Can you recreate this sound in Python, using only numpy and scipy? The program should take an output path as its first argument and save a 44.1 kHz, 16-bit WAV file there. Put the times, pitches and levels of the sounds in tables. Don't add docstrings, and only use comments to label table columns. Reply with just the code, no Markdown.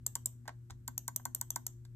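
import sys
import numpy as np
from scipy import signal
from scipy.fft import rfft, irfft
from scipy.io import wavfile
from scipy.ndimage import uniform_filter1d

SR = 44100
rng = np.random.default_rng(int(sys.argv[2]) if len(sys.argv) > 2 else 0)


def persist_wave(psi):
    counts = np.round(np.clip(psi, -1, 1) * 32767).astype(np.int16)
    wavfile.write(sys.argv[1], SR, np.atleast_2d(counts).T)


N = 85995
T = np.arange(SR // 3) / SR
SNAP_ATTACK_S = 0.00015

# nominal frequency in Hz, t60 in seconds,
# level on a press in dB, level on a release in dB.
SHELL_MODES = [(3564, 0.012, -21.5, -23), (4486, .012, -21, -15), (6009, 0.0057, -5, -1),
               (6448, 0.015, -21, -2), (7108, 0.022, -3.5, -10.5), (7358, 0.014, -6.5, 3.5),
               (8025, 0.011, -1.5, -2.5), (8440, 0.0065, -6.5, -6), (9030, 0.0053, -15, -14.5),
               (10993, 0.005, -29, -13.5), (11590, 0.005, -22, -8.5), (12230, 0.0054, -11, -1.5),
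               (13530, 0.0088, -7.5, .5), (13300, .008, -21, -5.5), (14650, 0.008, -15, -7),
               (16300, 0.01, -18.5, -19.5)]


def undb(db):
    return 10 ** (np.asarray(db) / 20)


def noise(points, size):
    hz, db = np.array(points, float).T
    f = np.maximum(np.fft.rfftfreq(size, 1 / SR), 1)
    gain = undb(np.interp(np.log(f), np.log(hz), db))
    x = irfft(rfft(rng.standard_normal(size)) * gain, size)
    return x / x.std()


def envelope(attack, hold, t60):
    fall_time = np.maximum(T - attack - hold, 0)
    return np.minimum(T / attack, 1) * np.exp(-np.log(1000) * fall_time / t60)


def add(track, s, x):
    i = int(s * SR)
    track[i:i + len(x)] += x[:len(track) - i]


def ring(hz):
    detuned_hz = hz * (1 + 0.0073 * rng.standard_normal())
    return np.sin(2 * np.pi * (detuned_hz * T + rng.random()))


def button():
    # start in seconds, snap level in dB, colour at 6, 8.4, 9.1 and 13 kHz in dB,
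    # knock level in dB, travel to the stop in seconds, body pitch ratio, upper body modes in dB.
    presses = [(0.1536, -28, -5, -3, -2.5, -10.5, -38, 0.0029, 1.004, -3),
               (0.878, -34, -2.5, 0.5, -3.5, 1, -39, 0.0032, 1, 2),
               (1.0793, -31.5, -1, -2.5, 4, 0.5, -35.5, 0.0029, 1.01, 0.5),
               (1.2533, -30, 0.5, -7, 9.5, -5.5, -33, .0025, .99, 0),
               (1.412, -33.5, 1.5, 1.5, -18.5, 6, -40, 0.00274, 0.988, 0),
               (1.5595, -29.5, 2.5, -1.5, -0.5, 1.5, -32, .0025, 0.989, -1)]
    # start in seconds, snap level in dB, the same four colours in dB,
    # knock level in dB, body pitch ratio, upper body modes in dB.
    releases = [(0.0643, -30, -7, 4.5, 8.5, -4.5, -45, 1, -3),
                (0.258, -31.5, -16, 7.5, 3.5, -5, -48.5, 0.85, -5),
                (0.9787, -35, 2.5, -45, 12, 1.5, -54, .97, 6),
                (1.1614, -37, 5, 7, 18.4, 6, -49.5, .93, -0.5),
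                (1.348, -36, -3, 5.5, 11, 2, -49.5, 0.97, 7.5),
                (1.5044, -38, 6.5, -11.5, 21, -2, -50, 1, -1.5),
                (1.6659, -37, 5, -7.5, 20, 0.5, -48, 0.92, 3)]
    # frequency in Hz, relative density in dB per Hz.
    spread_spectrum = [(450, -14), (900, -5.5), (2400, -19.5), (3500, -9), (5100, -33.5), (6000, -3),
                       (7400, 0), (8600, -4), (9800, -33), (11200, -2.5), (13300, -7), (14800, -38.5)]
    spread_db = -2
    press_hold_s, release_hold_s = 0.00031, 0.00052
    rebound_s, rebound_db = 0.0072, -14.5
    rock_hz, rock_t60_s, rock_db, rock_delay_s = 243.6, 0.053, -18.5, 0.007

    snaps, knocks = np.zeros((2, N))
    press_db, release_db = np.array(SHELL_MODES).T[2:]
    for s, db, *colour, knock_db, travel, pitch, upper_db in presses:
        add(snaps, s, undb(db) * snap(press_db, colour, press_hold_s))
        blow = knock(attack=0.002105, hold=0.002, t60_scale=0.98, pitch=pitch, upper_db=upper_db)
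        stop = undb(knock_db) * blow
        add(knocks, s + travel, stop)
        add(knocks, s + travel + rebound_s, undb(rebound_db) * stop)
        add(knocks, s + rock_delay_s, undb(knock_db + rock_db) * thud(rock_hz, rock_t60_s))
    for s, db, *colour, knock_db, pitch, upper_db in releases:
        add(snaps, s, undb(db) * snap(release_db, colour, release_hold_s))
        blow = knock(attack=0.0012, hold=0.00069, t60_scale=0.95, pitch=pitch, upper_db=upper_db)
        add(knocks, s, undb(knock_db) * blow)
    loudness = np.sqrt(np.abs(uniform_filter1d(snaps ** 2, size=64)))
    spread = undb(spread_db) * loudness * noise(spread_spectrum, N)
    return snaps, spread, knocks


def snap(levels, colour, hold):
    colour_hz = [6000, 7300, 8400, 9100, 13000]
    # frequency in Hz, relative density in dB per Hz.
    crack_spectrum = [(350, -19.5), (750, 1.5), (1500, -8.5), (2600, -14), (3500, -4), (4000, -9.5),
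                      (4450, 5.5), (4900, -4), (8800, 6.5), (10000, 6), (12000, 2), (15000, 3.5),
                      (16000, -26.5)]
    crack_db, crack_t60_s = -4.5, 0.025
    contact_t60_s = 0.004
    ring_share = 0.55

    hz, t60 = np.array(SHELL_MODES).T[:2]
    tint = np.interp(hz, colour_hz, [colour[0], 0, *colour[1:]])
    contacts = np.zeros(len(T))
    for s, gain in chatter():
        add(contacts, s, gain * envelope(SNAP_ATTACK_S, hold, contact_t60_s))

    def shape(decay):
        return np.maximum(contacts, ring_share * envelope(SNAP_ATTACK_S, 0.0026, decay))

    modes = sum(undb(db) * ring(f) * shape(decay) for f, decay, db in zip(hz, t60, levels + tint))
    crack = noise(crack_spectrum, len(T)) * shape(crack_t60_s)
    return modes + undb(crack_db) * crack


def chatter():
    gap_s, gap_scatter = 0.0011, 0.25
    fall_db, scatter_db = -6, 1.5
    gaps, sizes = rng.standard_normal(size=(2, 5))
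    times = np.cumsum(gap_s * np.exp(gap_scatter * gaps))
    gains = undb(fall_db * np.arange(len(times)) + scatter_db * sizes)
    return [(0, 1), *zip(times, gains)]


def knock(attack, hold, t60_scale, pitch, upper_db):
    # frequency in Hz before the pitch ratio, level in dB before the upper-mode gain,
    # t60 in seconds before its scale.
    body_modes = [(244.2, -19.5, 0.29), (670, -17, 0.014), (940, -2.5, 0.018), (1057, -10.5, 0.038),
                  (1464, -19.5, 0.03), (1544, -15, 0.027), (1860, -19, 0.018), (2088, -19, 0.0061)]
    upper_hz = [1100, 1400, 1650, 2100]
    out = np.zeros(len(T))
    for f, db, t60 in body_modes:
        gain = undb(db + np.interp(f, upper_hz, [0, upper_db, upper_db, 0]))
        mode = np.sin(2 * np.pi * f * pitch * (T - attack))
        out += gain * mode * envelope(attack, hold, t60 * t60_scale)
    return out


def thud(hz, t60):
    return ring(hz) * envelope(0.013, 0.0025, t60)


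def finger():
    # start in seconds, tick level in dB, rub level in dB, rub length (hold) in seconds,
    # knock level in dB, thud level in dB, upper body modes in dB.
    touches = [(0.455, -70, -64, .012, -62, -60, -13), (0.4779, -43, -44, 0.013, -46, -64, 17),
               (0.492, -60.5, -56, 0.0033, -41.5, -64, -7), (0.699, -59, -63, 0.0079, -70, -82, -4),
               (0.7056, -47.5, -59.5, 0.012, -53, -46, 10), (1.1975, -66, -61, 0.0033, -55, -63, 1),
               (1.8507, -57, -79, 0.00086, -63.5, -68.5, 12.5)]
    # frequency in Hz, relative density in dB per Hz.
    tick_spectrum = [(400, -5.5), (2000, 2), (2700, -18.5), (3700, 2), (8500, 1), (10000, -9.5),
                     (12000, -6), (14000, -19), (15100, -13), (16500, -54)]
    # frequency in Hz,
    # relative density in dB per Hz.
    rub_spectrum = [(200, -23), (450, -21), (630, -3.5), (720, 0), (825, 8.5), (890, 1), (970, -1),
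                    (1060, -3.5), (1200, -14), (1550, -2.5), (1700, -21), (1870, 0), (2250, -21.5),
                    (5000, -29), (16000, -66)]
    tick_t60_s, rub_t60_s = 0.025, 0.048
    thud_hz, thud_t60_s = 80.7, 0.054

    out = np.zeros(N)
    for s, tick_db, rub_db, length, knock_db, thud_db, upper_db in touches:
        add(out, s, undb(thud_db) * thud(thud_hz, thud_t60_s))
        tick = noise(tick_spectrum, len(T)) * envelope(SNAP_ATTACK_S, 0.0014, tick_t60_s)
        add(out, s, undb(tick_db) * tick)
        rub = noise(rub_spectrum, len(T)) * grip() * envelope(0.00053, length, rub_t60_s)
        add(out, s, undb(rub_db) * rub)
        blow = knock(attack=0.001134, hold=0.0016, t60_scale=0.93, pitch=1.04, upper_db=upper_db)
        add(out, s, undb(knock_db) * blow)
    return out


def grip():
    grains_per_s, grain_s = 600, 0.0005
    catches = (rng.random(len(T)) < grains_per_s / SR) * rng.uniform(0.59, 1, len(T))
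    grain = T / grain_s * np.exp(1 - T / grain_s)
    bursts = 0.4 + signal.fftconvolve(catches, grain)[:len(T)]
    return bursts / np.sqrt(np.mean(bursts ** 2))


def ports(x):
    # frequency in Hz, phase lead in radians, level in dB.
    port_response = [(0, 1.5, -1.5), (560, 1.25, -1.5), (1000, 0.99, -1), (1760, 0.47, 0),
                     (2140, 1.76, -12), (3228, 1.1, -5.5), (4770, 2.99, 5), (6114, 4.96, 1.5),
                     (6970, 6.075, 1.05), (17270, 18.25, -1.5)]
    hz, lead, db = np.array(port_response).T
    f = np.fft.rfftfreq(N, 1 / SR)
    tilt = undb(np.interp(f, hz, db) / 2)
    lag = np.exp(-1j * np.interp(f, hz, lead))
    return irfft(rfft(x) * np.array([tilt, lag / tilt]), N)


def room(x, db, t60):
    # frequency in Hz, relative density in dB per Hz.
    wall_spectrum = [(200, 3.5), (500, 1), (1000, -3.5), (2500, -1), (5000, -3), (7500, -1.5),
                     (10000, -13.5), (13000, -2), (14200, -1), (15300, -16.5), (17000, -30.5)]
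    echo_s, echo_db = 0.01, -3
    tail = noise(wall_spectrum, len(T)) * envelope(0.00067, 0.002, t60)
    early = noise(wall_spectrum, len(T)) * envelope(0.00017, 0.0012, 0.025)
    response = undb(db) * tail / np.linalg.norm(tail)
    add(response, echo_s, undb(db + echo_db) * early / np.linalg.norm(early))
    return signal.fftconvolve(x, response)[:N]


def background():
    # frequency in Hz, median level in dB rms, waver in dB, left minus right in dB.
    hum_lines = [(119.46, -53, 1.6, 2.5), (241.3, -70.5, 2.5, 6), (352.8, -76.5, 4.5, 3)]
    # frequency in Hz, relative density in dB per Hz.
    rumble_spectrum = [(14, -51), (36, -1.5), (55, 0), (100, -2.5), (200, -12.5), (270, -17.5), (400, -37),
                       (600, -56.5), (3000, -88)]
    # time in seconds, gain in dB.
    rumble_level = [(0, -58), (.23, -63), (.68, -64), (.74, -60.5), (.85, -59), (.95, -61), (1.95, -62.5)]
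    # frequency in Hz, relative density in dB per Hz.
    hiss_spectrum = [(300, 12), (700, -11.5), (1500, -6.5), (2600, -15.5), (5000, -17), (8500, -10.5),
                     (9800, -27.5), (11500, -11.5), (13500, -15), (15000, -28)]
    hiss_db = -71
    rumble_side = 0.13

    t = np.arange(N) / SR
    hum = np.zeros((2, N))
    for hz, db, depth, pan in hum_lines:
        waver = np.interp(t, np.linspace(0, t[-1], num=24), rng.standard_normal(size=24))
        level = db + depth * waver + np.array([[pan], [-pan]]) / 2
        hum += np.sqrt(2) * undb(level) * np.sin(2 * np.pi * (hz * t + rng.random()))
    side = rumble_side * noise(rumble_spectrum, N) * np.array([[1], [-1]])
    rumble = noise(rumble_spectrum, N) + side
    swell = undb(np.interp(t, *np.array(rumble_level).T))
    hiss = np.array([noise(hiss_spectrum, N), noise(hiss_spectrum, N)])
    return hum + swell * rumble + undb(hiss_db) * hiss


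def scene():
    snap_send = 0.84
    snaps, spread, knocks = button()
    body = knocks + finger()
    walls = np.zeros((2, N))
    for channel in walls:
        channel += room(snap_send * snaps + spread, db=-21, t60=0.26)
        channel += room(body, db=-16, t60=0.18)
    return ports(snaps + body) + walls + background()


def record(dry):
    low_pass = signal.ellip(8, 0.2, 80, 16500, fs=SR, output="sos")
    return signal.sosfilt(low_pass, dry)


dry = scene()
out = record(dry)
persist_wave(out)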